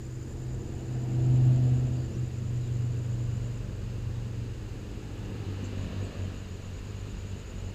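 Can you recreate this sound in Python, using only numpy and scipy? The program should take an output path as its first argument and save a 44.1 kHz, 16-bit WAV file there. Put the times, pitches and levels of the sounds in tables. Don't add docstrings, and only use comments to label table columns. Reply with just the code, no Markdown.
import sys
import numpy as np
from scipy import signal
from scipy.fft import rfft, irfft
from scipy.io import wavfile
from scipy.ndimage import uniform_filter1d

SR = 44100
rng = np.random.default_rng(int(sys.argv[2]) if len(sys.argv) > 2 else 0)


def generate_wav(sig):
    pcm = np.round(np.clip(np.atleast_2d(sig).T, -1, 1) * 32767).astype(np.int16)
    wavfile.write(sys.argv[1], SR, pcm)


N = 341334
TIME = np.arange(N) / SR

# time in seconds, firing rate in Hz.
FIRING_RATE = [(0, 125.3), (.75, 126.2), (1.02, 124.5), (1.35, 126.6), (1.85, 125.5), (2.45, 122.4),
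               (3.7, 117.8), (4.45, 117.5), (5.3, 110.7), (6.2, 98), (7.74, 90.2)]
# time in seconds, level of the firing tone in dB.
HUM_LEVEL = [(0, -41), (.17, -37), (.3, -46), (.5, -31.5), (.67, -43), (.97, -31.5), (1.09, -33),
             (1.3, -23), (1.5, -19), (1.69, -27), (1.85, -27), (2.03, -33.5), (2.12, -42.5), (2.21, -29.5),
             (2.32, -38), (2.45, -34), (2.88, -30), (3.43, -32.5), (3.7, -43.5), (4.12, -34), (4.47, -38),
             (4.56, -44), (5.35, -42), (5.5, -51), (7.74, -82)]
# time in seconds, throb in dB, gas rush in dB.
EXHAUST_LEVELS = [(0, -47.5, -71), (.35, -44, -53.5), (.7, -39, -52), (1.1, -41, -46.5), (1.5, -37, -42.5),
                  (1.85, -41, -45), (2.15, -40, -55.5), (2.45, -52, -58), (3, -43.5, -54.5),
                  (3.7, -59, -60), (4.4, -51, -60), (5.1, -54, -53.5), (6, -44, -60), (6.6, -64, -74),
                  (7.74, -58, -56)]
# multiple of the engine cycle, relative level in dB.
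ENGINE_ORDERS = [(4, -14), (5, 3.5), (6, -9), (7, -6.5), (9, -23), (11, -10), (12, -27), (13, -9), (14, -6),
                 (15, -18.5), (17, -9), (18, -10), (19, -24), (20, -8), (21, -1), (22, -11.5), (23, -9.5),
                 (24, -12), (25, -12.5), (27, -22.5), (30, -11.5), (31, -16)]
# time in seconds, roar in dB, hiss in dB.
TYRE_LEVELS = [(0, -71, -78), (.8, -52.5, -62), (1.5, -57.5, -57), (2.4, -61.5, -61), (3.4, -51, -59.5),
               (4.3, -53.5, -59.5), (4.9, -53.5, -58.5), (5.35, -46.5, -55.5), (5.65, -48, -53),
               (5.9, -44, -52), (6.2, -46.5, -53.5), (6.55, -56, -56.5), (7.1, -57.5, -55.5),
               (7.45, -54, -56.5), (7.74, -51, -56.5)]
# time in seconds, lag in seconds.
GROUND_LAG = [(0, .00112), (.8, .0012), (1.3, .00139), (1.9, .00155), (3.5, .002), (5.2, .0024),
              (5.55, .00236), (5.85, .00178), (6.4, .0017), (7.74, .002)]

# time in seconds, wingbeats per second, beat tone in dB, stroke tone in dB.
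HOVER = [(0, 51.5, -67, -53.5), (.75, 45, -58, -49), (1.02, 47, -48.5, -45.5), (1.45, 52, -44, -37.5),
         (1.75, 46, -49, -41.5), (2.5, 47.2, -51, -39), (3, 46.2, -52, -40.5), (3.45, 48.3, -42, -42.5),
         (4.15, 45.6, -45, -41), (4.9, 49.6, -46, -46.5), (5.23, 48.4, -43, -39.5), (5.4, 49, -53, -41.5),
         (6.36, 47.6, -49, -51.5), (6.52, 46.4, -59, -37), (6.68, 45.5, -52, -48.5),
         (6.95, 49.6, -43, -42.5), (7.32, 48, -48, -38), (7.47, 47.4, -47, -49.5), (7.67, 46, -43, -36.5),
         (7.74, 48, -54, -42)]
# multiple of the wingbeat, relative level in dB.
WING_OVERTONES = [(3, -6.5), (4, -6.5), (5, -10.5), (6, -17.5), (7, -21.5), (8, -18), (9, -26)]
# middle in seconds, tone added to the stroke tone in dB.
HUM_THROBS = [(5.52, -38), (5.65, -36), (5.8, -37), (6.01, -33.5), (6.24, -34.5)]

# time in seconds, pitch in Hz, direct level in dB.
CRICKET_VIGOUR = [(0, 7070, -55.9), (3.5, 7030, -56.4), (5.76, 6870, -57.3), (6.65, 6900, -56.2),
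                  (7.74, 6920, -55.6)]
# start and end in seconds, initial sluggishness and unevenness from 0 to 1.
CRICKET_SONGS = [(0, 3.59, 0, .38), (5.76, 7.74, 1, .01)]
# middle and half length in seconds, pitch in Hz, glide in Hz per second,
# direct peak level in dB.
CHIPS = [(1.997, 0.054, 4624, -2000, -71), (2.145, 0.014, 5800, 45000, -68),
         (2.636, 0.064, 3800, -8000, -73), (4.153, 0.021, 3770, 4000, -69),
         (5.645, 0.0051, 6945, 140000, -54.5), (6.043, 0.0083, 7850, 15000, -66)]
# middle and half length in seconds, frequency in Hz, peak level in dB.
GUST = (.55, .05, 53, -37)

# frequency in Hz, relative spectral density in dB.
TAILPIPE_GAS = [(100, -3), (200, 4.5), (350, -2), (480, -4.5), (560, -7), (720, -5.5), (830, -14.5),
                (950, -12.5), (1250, -30.5), (2800, -33), (5000, -44.5)]
TYRE_ROAR = [(60, -16), (140, 3), (220, 0), (300, 7.5), (420, -1.5), (600, -3.5), (830, -9.5),
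             (1000, -16.5), (1250, -14.5), (1500, -20.5), (1750, -13.5), (3000, -45.5)]
TYRE_HISS = [(500, -4), (1000, 3.5), (1800, 1), (2150, -0.5), (2600, 5), (2850, 7), (3250, -1.5), (4000, 0),
             (4450, -2.5), (5000, -7.5), (5500, -14.5), (6600, -8.5), (7600, -16), (9000, -34)]
WING_AIR = [(80, -11.5), (200, 4), (400, -6.5), (520, -5.5), (700, -31.5), (1500, -31), (4000, -46.5)]
FAR_TRAFFIC = [(12, -16), (28, 4), (48, 0), (65, 2), (100, 2.5), (150, -15.5), (200, -8.5), (300, -17),
               (430, -11), (600, -25), (900, -33.5), (1500, -50.5)]
LEAVES = [(400, 7), (1000, 3.5), (1700, 4), (2150, -0.5), (2800, -0.5), (3250, -4.5), (4200, -4.5),
          (5050, -1), (5500, -8.5), (7000, -7), (9000, -16), (12000, -22.5), (13000, -18.5), (16000, -27)]
FAR_INSECTS = [(5000, -42), (5800, -6.5), (6350, -2), (6700, 5.5), (7200, -2), (7600, 2), (8100, -8),
               (9000, -22.5), (11000, -46.5)]


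def truck(cylinders=8):
    firing_hz, = in_time(FIRING_RATE)
    hum_db, = in_time(HUM_LEVEL)
    throb_db, gas_db = in_time(EXHAUST_LEVELS)
    roar_db, hiss_db = in_time(TYRE_LEVELS)
    firing = running_phase(firing_hz)
    hum = from_db(hum_db + 1.64 * drift(5.6)) * tone(firing)
    octave = from_db(-39.5) * swell(1.56, 0.47) * tone(2 * firing + 0.23 * drift(5))
    throb = from_db(throb_db) * uneven_firing(firing / cylinders)
    gas = from_db(gas_db) * noise(TAILPIPE_GAS) * (1 + 0.16 * np.cos(firing))
    roar = from_db(roar_db) * noise(TYRE_ROAR)
    hiss = from_db(hiss_db) * noise(TYRE_HISS)
    return hum + octave + throb + ground_echo(gas + roar) + hiss


def uneven_firing(cycle, waver_db=2.6, smear_rad=0.32, drift_hz=3.0):
    lines = sum(from_db(db + waver_db * drift(drift_hz))
                * tone(round(order) * cycle + smear_rad * drift(drift_hz))
                for order, db in ENGINE_ORDERS)
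    return unit_power(lines)


def ground_echo(direct, reflection=0.51):
    lag_s, = in_time(GROUND_LAG)
    reflected = np.interp(TIME - lag_s, TIME, direct)
    return (direct + reflection * reflected) / np.sqrt(1 + reflection ** 2)


def hummingbird(steer_hz=0.92, steer_db=2.0, steers_per_s=5.8, throb_half_s=0.057, throb_air_db=-16):
    beat_hz, beat_db, stroke_db = in_time(HOVER)
    beat = running_phase(beat_hz + steer_hz * drift(steers_per_s))
    hum_throbs = sum(from_db(db) * swell(middle, throb_half_s) for middle, db in HUM_THROBS)
    stroke_gain = from_db(stroke_db + steer_db * drift(steers_per_s)) + hum_throbs
    imbalance = from_db(beat_db + steer_db * drift(steers_per_s))
    strokes = np.sqrt(2) * (imbalance * np.cos(beat) + stroke_gain * np.cos(2 * beat))
    edge = sum(from_db(db + 3.63 * drift(11.8)) * np.cos(round(multiple) * beat + 0.49 * drift(13.7))
               for multiple, db in WING_OVERTONES)
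    slow_trend = uniform_filter1d(stroke_gain, size=SR)
    puffs = unit_power(noise(WING_AIR) * from_db(3.3 * np.cos(beat)))
    air_gain = from_db(-54 + 2.55 * drift(3.7)) + from_db(throb_air_db) * hum_throbs
    return strokes + from_db(-2) * slow_trend * edge + air_gain * puffs


def cricket(closures_per_s=66, fall_hz=760, rise_hz=260, soft_start_db=-3, scrape_rad=0.6):
    pitch_hz, level_db = in_time(CRICKET_VIGOUR)
    envelope, glide_hz = np.zeros(N), np.zeros(N)
    for start, end in cricket_bursts():
        count = max(2, round((end - start) * closures_per_s))
        inside = (TIME >= start) & (TIME < end)
        progress = (TIME[inside] - start) / (end - start)
        closure = progress * count % 1
        strength_db = rng.normal(0, 0.3, count)[(progress * count).astype(int)]
        onset_db = soft_start_db * (1 - progress) ** 2
        envelope[inside] = np.sin(np.pi * closure) ** 2 * from_db(strength_db + onset_db)
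        glide_hz[inside] = rise_hz * (progress - .5) - fall_hz * (closure - .5)
    phase = running_phase(pitch_hz + glide_hz) + scrape_rad * drift(250)
    song = from_db(level_db) * envelope * tone(phase)
    return garden_scatter(song, t60_s=.07, wet_db=-4)


def cricket_bursts(burst_s=.062, pause_s=.023, extra_burst_s=.028, extra_pause_s=.122, warm_up_s=.6):
    for song_start, song_end, sluggish, uneven in CRICKET_SONGS:
        start = song_start
        for stretch in 1 + uneven * rng.uniform(-1, 1, size=100):
            slowness = sluggish * np.exp((song_start - start) / warm_up_s)
            end = start + stretch * (burst_s + slowness * extra_burst_s)
            if end > song_end:
                break
            yield start, end
            start = end + stretch * (pause_s + slowness * extra_pause_s)


def bird_chips(hoarse_rad=1.0):
    waver = hoarse_rad * drift(200)
    calls = np.zeros(N)
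    for middle, half_length, hz, glide, db in CHIPS:
        phase = running_phase(hz + glide * (TIME - middle)) + waver
        calls += from_db(db) * swell(middle, half_length) * tone(phase)
    return garden_scatter(calls, t60_s=0.16, wet_db=6.5)


def garden_scatter(direct, t60_s, wet_db):
    t = TIME[:SR // 2]
    tail = rng.standard_normal(len(t)) * from_db(-60 * t / t60_s)
    return direct + from_db(wet_db) * signal.fftconvolve(direct, tail / np.linalg.norm(tail))[:N]


def background():
    middle, half_length, gust_hz, gust_db = GUST
    gust = from_db(gust_db) * swell(middle, half_length) * tone(2 * np.pi * gust_hz * TIME)
    rumble = from_db(-42.5 + 0.44 * drift(2.1)) * noise(FAR_TRAFFIC)
    return rumble + gust + from_db(-56.5) * noise(LEAVES) + from_db(-65.5) * noise(FAR_INSECTS)


def from_db(db):
    return 10 ** (np.asarray(db) / 20)


def unit_power(x):
    return x / np.sqrt(np.mean(x ** 2) + 1e-20)


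def in_time(rows):
    seconds, *columns = np.transpose(rows)
    return [np.interp(TIME, seconds, column) for column in columns]


def drift(corner_hz):
    hop, settle = 40, 2000
    pole = np.exp(-2 * np.pi * corner_hz * hop / SR)
    white = rng.standard_normal(N // hop + settle + 2)
    slow = signal.lfilter([1], [1, -2 * pole, pole * pole], white)[settle:]
    return np.interp(np.arange(N) / hop, np.arange(len(slow)), unit_power(slow))


def noise(spectrum):
    hz, db = np.transpose(spectrum)
    bin_hz = np.maximum(np.fft.rfftfreq(N, 1 / SR), 1)
    gain = from_db(np.interp(np.log(bin_hz), np.log(hz), db))
    return unit_power(irfft(rfft(rng.standard_normal(N)) * gain, N))


def running_phase(hz):
    return 2 * np.pi * np.cumsum(hz) / SR


def tone(phase):
    return np.sqrt(2) * np.sin(phase + rng.uniform(0, 2 * np.pi))


def swell(middle, half_length):
    return np.exp(-((TIME - middle) / half_length) ** 2)


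def scene():
    return (truck() + hummingbird() + cricket() + bird_chips() + background())[None]


def record(dry, cutoff_hz=15350):
    return signal.sosfilt(signal.ellip(12, .1, 80, cutoff_hz, fs=SR, output="sos"), dry)


dry = scene()
out = record(dry)
generate_wav(out)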